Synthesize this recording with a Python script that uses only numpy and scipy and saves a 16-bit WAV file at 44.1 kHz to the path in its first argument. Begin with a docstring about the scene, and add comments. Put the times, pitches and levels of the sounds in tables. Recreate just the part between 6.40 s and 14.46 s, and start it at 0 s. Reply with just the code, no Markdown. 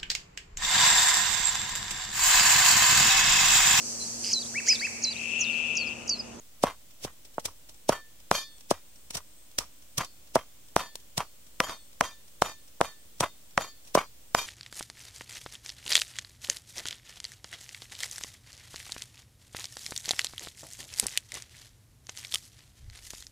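"""Wet thumps and sharp knocks, 2.5 a second: a heavy wooden pestle pounds garlic and herbs in a mortar.
Each stroke squashes the paste, then knocks on the wood unless the paste cushions it. Jolted things and
steel ware bounce and chatter on the table; one dish sings after firm strokes. The phone is close, so hard
knocks duck its limiter. Quiet outdoor air and thin insects lie behind."""
import sys
import numpy as np
from scipy import signal
from scipy.fft import rfft, irfft
from scipy.io import wavfile
from scipy.ndimage import uniform_filter1d, minimum_filter1d

SR = 44100
rng = np.random.default_rng(int(sys.argv[2]) if len(sys.argv) > 2 else 0)


def inscribe(sig):
    """Save sig as 16-bit PCM at rate SR to the path in sys.argv[1].

    A 1-D sig is mono; a 2-D sig holds one channel per row.
    Samples are clipped to [-1, 1] before scaling.
    """
    pcm = np.round(np.clip(np.atleast_2d(sig).T, -1, 1) * 32767)
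    wavfile.write(sys.argv[1], SR, pcm.astype(np.int16))


N = 355446
TIME_S = np.arange(N) / SR
LEAD = SR // 10  # samples ahead of a contact
LOCAL_S = (np.arange(6 * LEAD) - LEAD) / SR  # time around a contact
SIDES = np.array([[1], [-1]])  # left, right microphone port
SOFT_DB, BARE_DB = -16.0, 4.0  # knock levels: paste takes the whole blow; pestle meets bare wood
SOFT_FLIGHT_S, FIRM_FLIGHT_S = .027, .038  # first hop of things on the table

# pestle strokes: start_s, knock_db, hardness_hz, squelch_db, thud_db, clatter_db, steel_db
STROKES = [ (.2385, -4.5, 638, -27, -32, -33, -48), (.65, -20, 450, -35, -36, -48, -60),
           (1.0588, -54, 1000, -25.5, -50, -50, -68), (1.4943, -3, 514, -23.5, -27, -32, -42),
           (1.9147, 11.5, 800, -20, -30, -35.5, -29), (2.3129, -5.5, 600, -27, -33, -49, -57),
           (2.755, -30, 700, -31, -37, -47, -66), (3.188, -40, 1100, -18.5, -38, -45, -61),
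           (3.5834, -36, 900, -21.5, -29, -31, -41), (3.9574, -9, 800, -26, -42, -42, -54),
           (4.3653, 13, 720, -19, -31, -35.5, -41), (4.78, -22, 800, -22.5, -28, -31.5, -50),
           (5.2035, 5.5, 1850, -28, -42, -39, -39), (5.6105, 15.5, 1150, -23, -48, -39, -40),
           (6.022, 3.5, 750, -22.5, -42, -37.5, -40.5), (6.4138, 17.5, 750, -22, -50, -41.5, -44),
           (6.808, -14, 650, -21, -28, -27, -45), (7.1781, 10, 1230, -29.5, -37, -38.5, -39.5),
           (7.5527, -6, 850, -21, -36, -28, -43), (7.9496, 4, 950, -23, -55, -36, -31)]
# mortar and table modes: pitch_hz, level_db, t60_s
WOOD_MODES = [(165, -18.5, 0.02), (244, -18, .04), (316, -15, 0.03), (396, -15.5, 0.028), (478, -15, 0.079),
              (584.6, 4, 0.032), (672, 3, 0.034), (800, -16, 0.11), (980, 7.5, 0.034), (1130, 4, 0.036),
              (1285, -11.5, 0.11), (1728, -14, 0.017), (2800, -13.5, .025), (2000, -3.5, 0.11),
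              (2370, -4.5, 0.037), (3100, -17, .035)]
# dry clack spectrum: freq_hz, level_db
CLACK_SPECTRUM = [(60, -6.5), (350, -9.5), (650, -2.5), (1150, 5), (2000, -6.5), (3200, -9.5), (6000, -34),
                  (10000, -43.5), (16000, -53)]


def pestle(squeeze_s=.0024, squeeze_db=-20.0, burst_s=.0014, sway_db=-36.5):
    """Each stroke squeezes the paste just before it reaches the wood; a few also glance off the wall."""
    # glances off the bowl wall: start_s, level_db
    glances = [(.9825, -14), (3.965, -7), (6.4065, -17), (6.8355, -15.5), (7.5755, -6.5)]
    out = np.zeros((2, N))
    for start_s, knock_db, hardness_hz, squelch_db, thud_db, _, _ in STROKES:
        force = np.clip(knock_db / BARE_DB, 0, 1)
        # a faster squeeze is louder; bare wood bursts the juice at once
        rise_s = np.interp(force, [0, 1], [squeeze_s * amp(squeeze_db - squelch_db), burst_s])
        juice = squelch(rise_s, fall_s=.0015 + .29 * rise_s, tail_db=-20, tail_s=.029)
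        add(out, start_s - .001, amp(squelch_db) * juice)
        ring_db = np.interp(force, [0, 1], [6.5, -13.5])  # cushioned rings, bare slaps
        thud_hz = np.interp(knock_db, [SOFT_DB, BARE_DB], [130, 160])
        blow = amp(knock_db) * knock(hardness_hz, ring_db, force)
        add(out, start_s, blow + amp(thud_db) * thud(thud_hz) + amp(sway_db) * sway())
    for start_s, level_db in glances:
        add(out, start_s, amp(level_db) * knock(hardness_hz=720, ring_db=3.0, force=0))
    return out


def knock(hardness_hz, ring_db, force, wood_db=-5.0, crunch_db=-19, crunch_s=.007):
    """A brief push radiates a slap; wood rings, fibres crunch. Force: 0 cushioned, 1 bare wood."""
    phase = np.pi * hardness_hz * LOCAL_S
    push = 1 / (1 + phase ** 2)
    sharpness = 1 - .12 * SIDES  # brighter on the right
    # a gentle slap is one crest; a forceful one swings both ways and shoves the air
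    slap = np.real(np.exp(-1j * force * np.pi / 2) / (1 - 1j * phase * sharpness) ** 3)
    shove = .11 * force * push
    cushion_hz = min(hardness_hz * (2.3 + 4 * force), SR / 3)  # paste takes the treble
    slap = signal.sosfiltfilt(signal.butter(2, cushion_hz, fs=SR, output="sos"), slap)
    wood = ring(push / push.sum(), WOOD_MODES, detune=.04, apart=.9)
    fibres = rng.standard_normal((2, len(LOCAL_S))) * (LOCAL_S > 0) * np.exp(-np.abs(LOCAL_S) / crunch_s)
    body = amp(wood_db) * wood + amp(crunch_db) * colour(fibres, CLACK_SPECTRUM)
    low_cut = signal.butter(3, 135, "highpass", fs=SR, output="sos")  # little radiates below mode one
    return slap - shove + amp(ring_db) * signal.sosfilt(low_cut, body)


def squelch(rise_s, fall_s, tail_db, tail_s, grain_db=2.5):
    """Juice and air burst out as dense tiny pops, swelling while the gap closes."""
    # wet paste spectrum: freq_hz, level_db
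    paste_spectrum = [(100, -2), (600, -1), (1500, -9.5), (3000, -1.5), (5500, -2), (8000, -5), (11000, -9),
                      (16000, -14.5)]
    after_s = np.maximum(LOCAL_S, 0)
    decay = np.exp(-after_s / fall_s) + amp(tail_db) * np.exp(-after_s / tail_s)
    swell = np.exp(np.minimum(LOCAL_S, 0) / rise_s) * decay
    mid, side = rng.standard_normal((2, len(LOCAL_S)))
    grains = amp(grain_db * np.repeat(rng.standard_normal(len(LOCAL_S)), 20)[:len(LOCAL_S)])
    pops = (mid + side * SIDES) * grains * swell
    return with_energy_of(colour(pops, paste_spectrum), swell)


def thud(pitch_hz, peak_s=.004, width_s=.0044):
    """The pestle's weight lands on the table: a short low pulse."""
    return np.sin(2 * np.pi * pitch_hz * LOCAL_S) * np.exp(-((LOCAL_S - peak_s) / width_s) ** 2 / 2)


def sway(pitch_hz=72, rise_s=.024, decay_s=.02):
    """The jolted table wobbles briefly."""
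    t = np.maximum(LOCAL_S, 0)
    wobble = np.sin(2 * np.pi * pitch_hz * (1 + .11 * rng.standard_normal()) * t)
    return wobble * (1 - np.exp(-t / rise_s)) * np.exp(-t / decay_s)


def smacks(lift_s=.29, spread_s=.05, lift_db=-56, lift_rise_s=.003):
    """Short wet clicks of paste, just around a stroke or as the pestle lifts."""
    # wet clicks: start_s, level_db, rise_s
    clicks = [(.852, -50, .004), (.998, -44, .003), (1.294, -47, .0036), (2.209, -48, .0016),
              (2.307, -27, .0012), (2.707, -34, .0017), (2.772, -32, .003), (3.648, -40, .0025),
              (4.556, -31, .0008), (7.476, -53, .01)]
    out = np.zeros((2, N))
    lifts = [(start_s + lift_s + spread_s * rng.standard_normal(), lift_db, lift_rise_s)
             for start_s, *_ in STROKES[:-1]]
    for start_s, level_db, rise_s in clicks + lifts:
        add(out, start_s, amp(level_db) * squelch(rise_s, 2.3 * rise_s, tail_db=-23.5, tail_s=.015))
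    return out


def chatter(landings_per_s=2200, pair_split=.0033, jingle_db=-13, jingle_t60_s=.09):
    """Jolted things bounce on the table; each small landing clacks and rings wood and steel."""
    # steel ware modes: pitch_hz, level_db, t60_s
    steel_modes = [(1105, -11.5, .14), (2410, -0.5, 0.11), (3170, 4.5, 0.14), (3450, -13, 0.58),
                   (3665, -2, 0.29), (4140, -10.5, .28), (4356, -4.5, .42), (4527, -11, 0.36),
                   (4790, 3.5, .2), (5346, -17, .28), (5900, -2.5, 0.075), (5480, -9.5, .2),
                   (6130, -4, 0.17), (6660, -3, .16), (6820, 0, 0.16), (7800, -13.5, 0.15),
                   (8400, -22.5, .2), (8997, -5.5, 0.061), (10300, -14, .1), (11358, -4.5, .13),
                   (11800, -7.5, .11)]
    # one thing teeters and drops back late: start_s, flight_s, clatter_db, steel_db
    teeter = (5.267, .033, -37.5, -41)
    out = np.zeros((2, N))
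    # out-of-round steel rings in close pairs, with short high modes between
    pairs = [(hz * (1 + way * pair_split / 2), db, t60_s)
             for hz, db, t60_s in steel_modes for way in (-1, 1)]
    jingle_hz = np.geomspace(2600, 11500, 24) * rng.uniform(.97, 1.03, 24)
    jingle = [(hz, jingle_db, jingle_t60_s) for hz in jingle_hz]
    jolts = [(start_s, flight_s_of(knock_db), clatter_db, steel_db)
             for start_s, knock_db, *_, clatter_db, steel_db in STROKES]
    for start_s, flight_s, clatter_db, steel_db in jolts + [teeter]:
        dull, bright = bounces(flight_s, loss_db=8.5), bounces(flight_s, loss_db=6.5)
        landed = rng.random(len(LOCAL_S)) < landings_per_s / SR
        landings = landed * rng.standard_normal(len(LOCAL_S))
        clack = with_energy_of(colour((dull * landings)[None], CLACK_SPECTRUM), dull)
        wood = with_energy_of(ring(dull * landings, WOOD_MODES, detune=.05, apart=.9), dull)
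        steel = with_energy_of(ring(bright * landings, pairs + jingle, detune=.0004, apart=.8), bright)
        clatter = amp(.5) * clack + amp(-5) * wood
        add(out, start_s, amp(clatter_db) * clatter + amp(steel_db + .3) * steel)
    return out


def bounces(flight_s, loss_db, rebound=.82, spread=.26, buzz_db=-11.0):
    """Rms envelope: a buzz, then four landings, each sooner and softer; low hops die out sooner."""
    hop = np.arange(4)[:, None]
    lands_s = np.cumsum(flight_s * rebound ** hop, axis=0)
    sizes = amp(-loss_db * hop * FIRM_FLIGHT_S / flight_s)
    bouts = sizes * np.exp(-((LOCAL_S - lands_s) / (spread * flight_s)) ** 2 / 2)
    buzz = amp(buzz_db) * (LOCAL_S > 0) * (LOCAL_S < flight_s)
    return np.sqrt(buzz ** 2 + np.sum(bouts ** 2, axis=0))


def flight_s_of(knock_db):
    """Firmer strokes toss things for longer."""
    return np.interp(knock_db, [SOFT_DB, BARE_DB], [SOFT_FLIGHT_S, FIRM_FLIGHT_S])


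def dish(pitch_hz=1773, t60_s=.33, rise_s=.012, lag_s=.018, threshold_db=-3.2, settling_db_per_s=-1.8):
    """A dish lands, rocks and rings one clear note after firm strokes, less as it settles."""
    out = np.zeros((2, N))
    t = np.maximum(LOCAL_S + rise_s, 0)
    note = np.sin(2 * np.pi * pitch_hz * t) * (1 - np.exp(-t / rise_s)) * np.exp(-np.log(1000) * t / t60_s)
    for start_s, knock_db, *_ in STROKES:
        if knock_db > threshold_db:
            level_db = -40.5 + settling_db_per_s * start_s
            add(out, start_s + flight_s_of(knock_db) + lag_s, amp(level_db) * note / note.max())
    return out


def air(level_db=-63, shared_below_hz=800):
    """Soft open air, alike at both ports in the bass."""
    # outdoor air spectrum: freq_hz, level_db
    air_spectrum = [(20, 12), (60, 17.5), (110, 10), (180, 6.5), (290, 8), (400, 0.5), (560, 5),
                    (750, -3.5), (1600, -8.5), (3500, 1.5), (6000, -21.5), (15500, -30.5)]
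    noise = rng.standard_normal((3, N))
    separate, shared = noise[:2], noise[2]
    blend = separate + signal.lfilter(*signal.butter(1, shared_below_hz, fs=SR), shared - separate)
    return amp(level_db) * unit(colour(blend, air_spectrum))


def insects(shrill_db=-75, shrill_hz=8230, flutter_db=5, chorus_db=-76, chorus_hz=7450):
    """Far insects: one narrow band shrills unevenly over a steady chorus."""
    flutter = amp(flutter_db * np.interp(TIME_S, np.linspace(0, TIME_S[-1], 90), rng.standard_normal(90)))
    shrill = rng.standard_normal((2, N))
    for _ in range(2):
        shrill = resonate(shrill, shrill_hz, width_hz=280)
    chorus = resonate(rng.standard_normal((2, N)), chorus_hz, width_hz=330)
    return amp(shrill_db) * flutter * unit(shrill) + amp(chorus_db) * unit(chorus)


def ring(drive, modes, detune, apart, scatter_db=2):
    """Damped modes, weighted anew per contact; each reaches the two ports a little differently."""
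    hz, db, t60_s = np.transpose(modes)
    t = np.arange(len(LOCAL_S) - LEAD) / SR
    size, shift, lean, turn = rng.standard_normal((4, len(hz)))
    side = SIDES * apart * np.minimum(hz / 1200, 1) * (lean / 4 + 1j * turn)
    poles = 2j * np.pi * hz * (1 + detune * shift) - np.log(1000) / t60_s
    waves = np.exp(np.outer(poles, t).astype(np.complex64))
    response = ((amp(db + scatter_db * size) * np.exp(side)) @ waves).real
    return signal.fftconvolve(drive[None], response, axes=1)[:, :len(LOCAL_S)]


def resonate(x, centre_hz, width_hz):
    """One resonance, unity gain at its centre."""
    return signal.lfilter(*signal.iirpeak(centre_hz, centre_hz / width_hz, fs=SR), x)


def colour(x, spectrum):
    """Filter by (freq_hz, level_db) points."""
    hz, db = np.transpose(spectrum)
    bins_hz = np.fft.rfftfreq(x.shape[-1], 1 / SR)
    return irfft(rfft(x) * amp(np.interp(np.log(bins_hz + 1), np.log(hz), db)), x.shape[-1])


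def with_energy_of(x, envelope):
    """Scale to the energy of an rms envelope."""
    return x * np.sqrt(np.sum(envelope ** 2) / np.sum(x ** 2) * len(x))


def amp(db):
    """Decibels to gain."""
    return 10 ** (np.asarray(db) / 20)


def unit(x):
    """Scale to unit rms."""
    return x / np.sqrt(np.mean(x ** 2))


def add(out, contact_s, sound):
    """Mix in with the contact at contact_s."""
    start = int(contact_s * SR) - LEAD
    a, b = max(start, 0), min(start + sound.shape[-1], N)
    out[:, a:b] += sound[..., a - start:b - start]


def at_ports(x):
    """Long waves reach both ports alike; short ones differ."""
    # left-right difference: freq_hz, gain_db
    side_spectrum = [(150, -9), (450, -3), (1100, 3.0), (3000, .5)]
    return x.mean(axis=0) + SIDES * colour((x[0] - x[1]) / 2, side_spectrum)


def scene():
    """Mortar and table over air and insects."""
    return at_ports(pestle() + smacks() + chatter()) + dish() + air() + insects()


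def limiter(x, ceiling=.95, release_s=.011, window_samples=28):
    """Duck just ahead of each peak; recover at a steady dB rate."""
    over = np.log(np.maximum(np.abs(x).max(axis=0) / ceiling, 1))
    held = np.maximum.accumulate(over + TIME_S / release_s) - TIME_S / release_s
    return x * np.exp(uniform_filter1d(minimum_filter1d(-held, window_samples), window_samples))


def record(dry, dc_offset=.0026, hiss_db=-56.0, clip_level=.55, top_hz=15700):
    """Phone: a treble resonance per port, hiss and offset, limiter, clipped tips, top cut."""
    # port resonances, left then right: centre_hz, width_hz, lift_db
    ports = [(8860, 2100, 7.5), (5700, 470, 9.5)]
    # microphone self-noise: freq_hz, level_db
    hiss_spectrum = [(100, -0.5), (1500, -3), (3500, -3), (7000, 1.5), (11000, -2), (14000, -1),
                     (15500, 2.5)]
    ported = np.array([x + (amp(lift_db) - 1) * resonate(x, centre_hz, width_hz)
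                       for x, (centre_hz, width_hz, lift_db) in zip(dry, ports)])
    hiss = amp(hiss_db) * unit(colour(rng.standard_normal((2, N)), hiss_spectrum))
    clipped = np.clip(limiter(ported + hiss + dc_offset), -clip_level, clip_level)
    return signal.sosfilt(signal.ellip(8, .2, 70, top_hz, fs=SR, output="sos"), clipped)


dry = scene()
out = record(dry)
inscribe(out)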